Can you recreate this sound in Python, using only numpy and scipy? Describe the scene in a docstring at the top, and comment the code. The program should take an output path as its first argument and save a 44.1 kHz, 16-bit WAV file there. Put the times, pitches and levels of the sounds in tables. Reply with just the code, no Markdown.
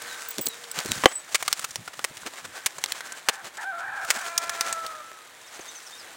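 """Feathers rustle and grit ticks as a pigeon scuffles close by, on a flat roof in quiet open air.
It strikes a hard blow beside the microphone and flies up, clapping its wings together in short runs;
between claps the feathers swish and puffs of air buffet the microphone. Down in the village a rooster
crows once, hoarse and then held, and comes back as a thin echo. Further off, small birds chirp
among hoarse calls and a faint drone."""
import sys
import numpy as np
from scipy import signal
from scipy.fft import rfft, irfft, next_fast_len
from scipy.io import wavfile
from scipy.ndimage import uniform_filter1d

SR = 44100
rng = np.random.default_rng(int(sys.argv[2]) if len(sys.argv) > 2 else 0)


def unload_wav(signal):
    """Save mono or channel-first audio to the path in sys.argv[1] as 16-bit WAV at rate SR, clipped to [-1, 1]."""
    wavfile.write(
        sys.argv[1],
        SR,
        np.round(np.clip(np.atleast_2d(signal).T, -1, 1) * 32767).astype(np.int16),
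    )


N = 271901
TIME = np.arange(N) / SR

# wing claps, close: t/s, level/dB, tilt/(dB per octave), lag of the wing tips/s, air pocket f/Hz
WING_CLAPS = [(1.0369, -19, -3.5, 0.0082, 1220), (1.3455, -15, 1.5, 0.0109, 2120),
              (1.4258, -26.5, 1.5, 0.0026, 2060), (1.4791, -20.5, 1.5, 0.0019, 1360),
              (1.528, -18, 2.5, 0.00031, 5250), (1.594, -30, 3.5, 0.00224, 1230),
              (1.643, -25.5, 2.5, 0.0048, 1300), (1.708, -36.5, 4, 0.00436, 6060),
              (1.7578, -27.5, 1.5, 0.0019, 5640), (1.8773, -32.5, -1.5, 0.00452, 1390),
              (1.9925, -32.5, -2.5, .001, 1360), (2.0427, -21, 2, 0.0053, 1910),
              (2.1707, -37.5, 3, .007, 2980), (2.2329, -43, -1.5, 0.0024, 1500),
              (2.6608, -17.5, 3.5, .006, 2390), (2.783, -34, -1, 0.0038, 7000),
              (2.8393, -21.5, 1, 0.00097, 3770), (2.86, -32.5, 1, 0.00087, 4000),
              (2.921, -24.5, 3, .001, 3190), (3.007, -33.5, 0, 0.0039, 1520),
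              (3.1219, -34.5, 3, 0.00375, 7550), (3.2866, -14.5, -.5, 0.0079, 3200),
              (3.571, -38, -1, .006, 7700), (4.048, -37.5, 8, .002, 2492), (4.104, -15, 3, 0.00592, 2030),
              (4.3781, -17.5, 5.5, .0025, 5520), (4.495, -25, 1.5, .0037, 1660),
              (4.6095, -20, 1, 0.0021, 5260), (4.727, -25, 3, 0.0026, 7900),
              (4.864, -33.5, 2.5, 0.00244, 3890)]
# spectrum of a clap before its tilt: f/Hz, level/dB
CLAP_SPECTRUM = [(60, -36), (200, -17.5), (500, -1.5), (1100, 2), (2400, -1.5), (4000, -3.5), (6500, -5),
                 (9000, -6), (12000, -18), (16000, -15)]


def undb(db):
    """Decibels to gain."""
    return 10 ** (np.asarray(db) / 20)


def unit(x):
    """Scale to rms 1."""
    return x / np.sqrt(np.mean(x ** 2) + 1e-18)


def burst(x, db):
    """Scale a short sound to the energy of 10 ms at the given level."""
    return x * undb(db) * np.sqrt(.01 * SR / np.sum(x ** 2))


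def add(out, s, x):
    """Mix a short sound in at time s."""
    i = max(int(s * SR), 0)
    out[i:i + len(x)] += x[:max(N - i, 0)]


def gain_at(hz, points):
    """Gain at hz in a spectrum of (f/Hz, level/dB) points."""
    f, db = np.transpose(points)
    return undb(np.interp(np.log(np.maximum(hz, 1)), np.log(f), db))


def colour(x, points, tilt_db=0):
    """Causal filter with the given spectrum, tilted by tilt_db per octave about 2 kHz."""
    size = 2 * next_fast_len(len(x))
    hz = np.arange(size // 2 + 1) * SR / size
    octaves = np.log2(np.clip(hz, 300, 9000) / 2000)
    cepstrum = irfft(np.log(gain_at(hz, points) * undb(tilt_db * octaves)))
    cepstrum[1:size // 2] *= 2  # fold to minimum phase
    cepstrum[size // 2 + 1:] = 0
    return irfft(rfft(x, size) * np.exp(rfft(cepstrum)))[:len(x)]


def resonate(x, hz, width_hz):
    """One resonance."""
    return signal.lfilter(*signal.iirpeak(hz, hz / min(width_hz, SR / 3), fs=SR), x)


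def noise_band(size, hz, width_hz):
    """Noise passed twice through one resonance."""
    return resonate(resonate(rng.standard_normal(size), hz, width_hz), hz, width_hz)


def walk(rate_hz, size=N):
    """Smooth random wander of spread 1."""
    hold = max(int(SR / rate_hz), 1)
    steps = np.repeat(rng.standard_normal(size // hold + 2), hold)
    return unit(uniform_filter1d(steps, hold))[:size]


def grainy(size, grain_db):
    """Noise that comes in tiny bursts, like feather vanes slipping over each other."""
    return rng.standard_normal(size) * undb(grain_db * walk(900, size))


def swell(half_s):
    """A bell-shaped rise and fall, and the time of its middle."""
    t = np.arange(int(6 * half_s * SR)) / SR
    middle = t[-1] / 2
    return np.exp(-.5 * ((t - middle) / half_s) ** 2), middle


def gate(start_s, length_s, edge_s):
    """Attack, hold and release, half open at the start and at the end."""
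    return np.clip(.5 + np.minimum(TIME - start_s, start_s + length_s - TIME) / edge_s, 0, 1)


def outdoors(x, wet_db, t60_s):
    """The direct sound plus brief scatter from roofs and walls."""
    scatter = resonate(grainy(SR, 2.9), 1750, 2800) * undb(-60 * TIME[:SR] / t60_s)
    return x + undb(wet_db) * signal.fftconvolve(x, unit(scatter) / np.sqrt(SR))[:N]


def open_air(level_db=-49):
    """The hush all round the roof, wavering with the breeze."""
    # spectrum of the open air: f/Hz, level/dB
    spectrum = [(30, -29), (60, -14), (100, -10), (200, -9), (350, -2.5), (470, -4.5), (620, 0.5),
                (1200, -0.5), (1750, 3), (2800, -5.5), (3800, -4), (5000, -15), (9000, -13), (16000, -22.5)]
    breeze_db = 1.8 * walk(4.7)
    return unit(colour(rng.standard_normal(N), spectrum)) * undb(level_db + breeze_db)


def far_drone():
    """A faint, unsteady tone a long way off."""
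    # course of the drone: t/s, f/Hz, level/dB
    course = [(0, 469.6, -54.5), (.7, 472, -55), (1.3, 472.4, -74), (6.17, 473.3, -64)]
    times, pitches, levels = np.transpose(course)
    gain = undb(np.interp(TIME, times, levels) + 2 * walk(25))
    hz = np.interp(TIME, times, pitches) * (1 + .0335 * walk(90))
    return gain * np.sin(2 * np.pi * np.cumsum(hz) / SR)


def far_calls(trim_db=-3.5):
    """Hoarse birds far off: soft-edged stretches of narrow noise."""
    # calls: middle t/s, level before trim/dB, half length/s
    calls = [(0.13, -43, 0.17), (0.907, -44, 0.19), (2.586, -45, 0.061), (3.077, -45, 0.086)]
    out = np.zeros(N)
    for s, db, half_s in calls:
        shape = np.exp(-((TIME - s) / half_s) ** 4)
        out += undb(db + trim_db) * shape * unit(noise_band(N, hz=1571, width_hz=560))
    return out


def chirp(hz, db, waver=.0085):
    """A small bird's pure note along a pitch line, fading in and out."""
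    phase = 2 * np.pi * np.cumsum(hz * (1 + waver * walk(433, len(hz)))) / SR
    return undb(db) * np.sin(np.linspace(0, np.pi, len(hz))) * np.sin(phase)


def small_birds(whistle_s=.13, glide_s=.024, twitter_hz=7174, sag_hz_per_s=2300, pip_s=.058):
    """Some way off, one small bird whistles; later another twitters."""
    # whistles that drop quickly and level off: t/s, level/dB
    whistles = [(.056, -45.5), (0.445, -44), (0.853, -41.5)]
    # falling chirps, each starting lower than the last: t/s, length/s, end f/Hz, level/dB
    twitter = [(5.467, .023, 4240, -46), (5.534, .02, 5740, -45), (5.603, .02, 5805, -41),
               (5.68, 0.022, 5750, -37), (5.747, 0.0387, 5780, -38.5), (5.855, .033, 4850, -42),
               (5.971, 0.054, 4300, -43.5)]
    # slightly rising pips among the chirps: t/s, level/dB
    pips = [(5.425, -54), (5.665, -45), (5.915, -44)]
    out = np.zeros(N)
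    drop = np.exp(-TIME[:int(whistle_s * SR)] / glide_s)
    whistle_hz = np.interp(drop, [0, 1], [3730, 5450])
    for s, db in whistles:
        add(out, s, chirp(whistle_hz, db))
    for s, length, end_hz, db in twitter:
        start_hz = twitter_hz - sag_hz_per_s * (s - twitter[0][0])
        add(out, s, chirp(np.linspace(start_hz, end_hz, int(length * SR)), db))
    for s, db in pips:
        add(out, s, chirp(np.linspace(3570, 3800, int(pip_s * SR)), db))
    return out


def crowing(base_hz=681.5, sag_hz=71.8, held_at_s=4.22, held_length_s=.8, edge_s=.02506):
    """Pitch, loudness and roughness of the crow: arched syllables run into the held note."""
    # opening syllables: t/s, length/s, pitch arch/Hz, relative level/dB, roughness (0 is clear)
    syllables = [(3.266, 0.16, 160, -42.5, 1), (3.576, 0.067, 220, -37, 1.1), (3.644, 0.082, 102, -32, .1),
                 (3.726, 0.0852, 0, -34, .4), (3.809, 0.2548, 112, -35, 1.01), (4.07, .16, 70, -39.5, 1.14)]
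    held = gate(held_at_s, held_length_s, edge_s)
    spent = np.clip((TIME - held_at_s) / held_length_s, 0, 1)
    hz = base_hz - sag_hz * spent ** 3.6  # the held note sags ever faster
    loud = held * undb(-37.5 + 2.5 * spent)  # and swells a little
    rough = held * .23
    for s, length, arch_hz, db, roughness in syllables:
        sounding = gate(s, length, edge_s)
        from_middle = np.clip(2 * (TIME - s) / length - 1, -1, 1)
        hz += arch_hz * (1 - from_middle ** 2) ** .4
        loud += sounding * undb(db)
        rough += sounding * roughness
    return hz, loud, rough


def rooster(jitter=.0703, shimmer_db=2, split_db=-4, rasp_db=-2, unforced_db=-14, flutter_db=.9):
    """Down in the village: hoarse syllables, then a note that splits to half pitch, clears and sags."""
    # resonances of the throat: f/Hz, level/dB
    throat = [(350, -37), (560, -19), (670, -7.5), (780, -5), (1020, -4.5), (1170, -9.5), (1300, 0.5),
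              (1380, -1), (1560, 0.5), (1750, -2.5), (2040, -15), (2380, -8), (2700, -26), (4000, -28),
              (6000, -53)]
    hz, loud, rough = crowing()
    split = gate(start_s=4.12, length_s=.62, edge_s=.13)
    wobble = 1 + jitter * rough * walk(420) + .0023 * walk(40)
    phase = 2 * np.pi * np.cumsum(hz * wobble) / SR
    voice = np.zeros(N)
    for k in range(1, 13):
        # alternate strong and weak cycles put lines halfway between the harmonics
        share = split * undb(split_db) if k % 2 else 1
        # the upper partials come out while the voice is forced
        effort = undb(unforced_db) + split if k > 5 else 1
        voice += share * effort * gain_at(hz * k / 2, throat) * np.sin(phase * k / 2)
    voice = unit(voice * undb(shimmer_db * rough * walk(300)))
    rasp = undb(rasp_db) * rough * unit(colour(rng.standard_normal(N), throat))
    return (voice + rasp) * loud * undb(flutter_db * walk(45))


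def across_village(x, distance_db=-3, echo_s=.27, echo_db=-13):
    """A call carries up to the roof, then comes back thin from across the village."""
    out = outdoors(undb(distance_db) * x, wet_db=-13.5, t60_s=.24)
    add(out, echo_s, undb(echo_db) * resonate(out, hz=1340, width_hz=500))
    return out


def wingbeat(s):
    """The manner of the wingbeat at time s: slap, upstroke, downstroke, tilt, downwash."""
    # taking off, climbing, hovering, braking hard, settling: from t/s, slap against crack/dB,
    # upstroke/dB, downstroke/dB, swish tilt/(dB per octave), downwash/dB
    stages = [(1.0, -2.5, -37.5, -50, 1.5, -57), (1.69, -11, -48.5, -55, 5.5, -57.5),
              (2.8, -13.5, -46.5, -40.5, 1, -68), (4.0, -10.5, -43.5, -33, -0.5, -58.5),
              (4.7, -5, -38.5, -45, -2, -61.5)]
    return [manner for from_s, *manner in stages if from_s <= s][-1]


def puffs(downwash_half_s=.012, downwash_hz=120):
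    """Eddies buffet the microphone with a low flutter; every clap sends a small one."""
    # stronger puffs: middle t/s, level/dB, half length/s, centre f/Hz
    eddies = [(0.397, -31.5, 0.0095, 259), (0.471, -40, .01, 282), (.789, -39.5, 0.0085, 229),
              (0.859, -33, .0065, 278), (0.908, -34.5, 0.0129, 136), (0.983, -42, 0.021, 166),
              (1.049, -29.5, 0.0074, 260), (1.799, -45, .021, 122), (2.11, -48, 0.0067, 157),
              (2.268, -38.5, .009, 360), (2.481, -55, 0.039, 140), (3.292, -43, .005, 169),
              (3.451, -52, .015, 221), (3.9, -63, .06, 114), (4.172, -46.5, 0.0066, 253),
              (4.848, -51, .008, 251)]
    downwash = [(s, wingbeat(s)[-1], downwash_half_s, downwash_hz) for s, *_ in WING_CLAPS]
    out = np.zeros(N)
    for s, db, half_s, hz in eddies + downwash:
        shape, middle = swell(half_s)
        eddy = unit(shape * noise_band(len(shape), hz, 1.405 * hz))
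        add(out, s - middle, undb(db) * eddy * np.sqrt(np.mean(shape ** 2)))
    return out


def feathers(rest_db=-56.5, rustle_trim_db=-1, up_lead_s=.017, down_lag_s=.056):
    """Close by, each stroke drags the feathers through the air; a softer rustle runs in between."""
    # spectrum of sliding feathers: f/Hz, level/dB
    spectrum = [(80, -27), (250, -12.5), (600, 0), (1500, 2), (2800, -2.5), (5000, -5.5), (7500, -4),
                (9500, -10), (12000, -19), (16000, -16.5)]
    # bouts of rustling: middle t/s, level before trim/dB, half length/s
    rustles = [(0.237, -39.5, 0.24), (0.627, -45.5, 0.23), (0.938, -34, 0.11), (1.452, -48, 0.33),
               (2.55, -49.5, 0.756), (4.185, -38.5, 0.11), (4.677, -42.5, 0.21), (5.147, -52.5, .15),
               (5.82, -45, 0.29)]
    # single feather swishes between the claps: middle t/s, level/dB, half length/s
    swishes = [(.787, -31.5, 0.026), (1.118, -36.5, 0.0074), (1.295, -44.5, .012), (1.939, -41, 0.005),
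               (2.27, -30.5, 0.0073), (2.338, -40, 0.0076), (2.383, -40, .019), (2.453, -34.5, 0.00602),
               (2.568, -39, 0.0206), (2.956, -39, .008), (3.463, -37.5, 0.018), (3.796, -43, 0.013),
               (3.967, -44, .012), (4.276, -33.5, 0.0158), (4.69, -33.5, .016), (5.556, -42.5, .02),
               (5.655, -45.5, .02)]
    bouts = [undb(db) * np.exp(-.5 * ((TIME - s) / half_s) ** 2) for s, db, half_s in rustles]
    stirring = np.sqrt(undb(rest_db) ** 2 + np.sum(np.square(bouts), axis=0))
    rustle = unit(colour(grainy(N, grain_db=3.2), spectrum, tilt_db=1.88))
    out = rustle * stirring * undb(rustle_trim_db + .67 * walk(35))

    def swish(s, db, half_s, tilt_db):
        shape, middle = swell(half_s)
        vanes = unit(colour(grainy(len(shape), grain_db=2.5), spectrum, tilt_db))
        add(out, s - middle, undb(db) * shape * vanes)

    for s, db, half_s in swishes:
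        swish(s, db, half_s, tilt_db=-.46)
    for s, *_ in WING_CLAPS:
        _, up_db, down_db, tilt_db, _ = wingbeat(s)
        swish(s - up_lead_s, up_db, half_s=.011, tilt_db=tilt_db)
        swish(s + down_lag_s, down_db, half_s=.014, tilt_db=tilt_db)
    return out


def scuffles(tick_trim_db=-6.5, squeak_trim_db=2, lower_hz=7967, upper_hz=15150, attack_s=.00026):
    """On the roof near the microphone: dry ticks of grit and thin two-tone squeaks that die quickly."""
    # ticks and scuffs: t/s, level before trim/dB, centre f/Hz, decay/s
    ticks = [(.02, -30.5, 6360, 0.00256), (0.382, -22.5, 3420, 0.0092), (0.4667, -20.5, 5480, 0.0016),
             (0.4705, -20, 8000, 0.0003), (.639, -34, 2480, .002), (0.7153, -32, 7550, .001),
             (0.76, -34.5, 5900, 0.00116), (.78, -32, 2530, .004), (.788, -20.5, 2980, 0.0027),
             (.803, -28, 4000, 0.0017), (0.858, -27.5, 5600, 0.00285), (.9184, -15.5, 3220, 0.000595),
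             (5.115, -37.5, 700, 0.0032), (5.593, -31.5, 480, 0.00494)]
    # squeaks: t/s, level before trim/dB, decay/s, upper tone against lower/dB
    squeaks = [(.286, -33, .0044, 9), (.307, -31, 0.0043, 5.5), (0.411, -31.5, 0.0151, 6),
               (.457, -25, .007, 4.5), (.485, -22.5, 0.00235, 4), (0.714, -23, 0.00313, -10.5),
               (1.085, -33.5, .012, -16.5), (1.125, -35, 0.04, -20), (1.155, -24.5, 0.019, -28)]
    out, t = np.zeros(N), TIME[:SR // 10]
    for s, db, hz, decay in ticks:
        grit = grainy(len(t), grain_db=7) * np.exp(-t / decay)
        add(out, s, burst(resonate(grit, hz, 1.27 * hz), db + tick_trim_db))
    for s, db, decay, upper_db in squeaks:
        phase_per_hz = 2 * np.pi * np.cumsum(1 + .0072 * walk(700, len(t))) / SR
        tones = np.sin(lower_hz * phase_per_hz) + undb(upper_db) * np.sin(upper_hz * phase_per_hz)
        shape = np.exp(-t / decay) * (1 - np.exp(-t / attack_s))
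        add(out, s, undb(db + squeak_trim_db) * shape * tones)
    return out


def blow(at_s=1.0574, gain_db=5.5, crack_db=-6, crack_s=.0029):
    """One hard blow right beside the microphone: a dull knock under a short crack."""
    # modes of the knock: f/Hz, relative level/dB, decay/s
    modes = [(329, -8, 0.0034), (519.4, -2, 0.0036), (757.3, -10.5, 0.0051), (1120, -1, 0.00221),
             (2000, -2.5, 0.0017), (3100, -1.5, 0.00147)]
    out, t = np.zeros(N), TIME[:SR // 16]
    knock = sum((-1) ** k * undb(db) * np.exp(-t / decay) * np.sin(2 * np.pi * hz * t)
                for k, (hz, db, decay) in enumerate(modes))
    noise = unit(colour(rng.standard_normal(len(t)), CLAP_SPECTRUM, tilt_db=-4.5))
    crack = undb(crack_db) * noise * np.exp(-t / crack_s)
    add(out, at_s, undb(gain_db) * (knock + crack))
    return out


def claps(crack_s=.00078, tip_db=-5, slap_s=.00373, tail_db=-33, tail_s=.0067, pocket_db=2):
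    """Close by, the wrists crack together, the feathers slap shut along the wing, then the tips meet."""
    out, t = np.zeros(N), TIME[:SR // 12]
    for s, db, tilt_db, tip_lag_s, pocket_hz in WING_CLAPS:
        slap_db, *_ = wingbeat(s)
        since_tips = np.maximum(t - abs(tip_lag_s), 0)
        wrists = np.exp(-t / crack_s)
        tips = undb(tip_db) * (since_tips > 0) * np.exp(-since_tips / crack_s)
        slap = undb(slap_db) * np.exp(-since_tips / slap_s) + undb(tail_db) * np.exp(-t / tail_s)
        shape = np.hypot(wrists + tips, slap)
        clap = colour(grainy(len(t), grain_db=1.6) * shape, CLAP_SPECTRUM, tilt_db)
        # air trapped between the wings rings briefly, at a new pitch for every clap
        pocket = undb(pocket_db) * resonate(clap, pocket_hz, .19 * pocket_hz)
        add(out, s, burst(clap + pocket, db))
    return out


def scene():
    """One microphone on the roof: the pigeon close and nearly dry, the other birds in more scatter."""
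    pigeon = outdoors(claps() + blow() + scuffles() + feathers(), wet_db=-29, t60_s=.13)
    crow = across_village(rooster())
    birds = outdoors(far_calls() + small_birds(), wet_db=-8, t60_s=.15)
    return (far_drone() + open_air() + birds + crow + puffs() + pigeon)[None]


def record(dry, overload=.93, top_hz=15950):
    """The microphone overloads on the closest blow; the top is cut."""
    lowpass = signal.ellip(10, .2, 70, top_hz, fs=SR, output="sos")
    return signal.sosfilt(lowpass, np.clip(dry, -overload, overload))


dry = scene()
out = record(dry)
unload_wav(out)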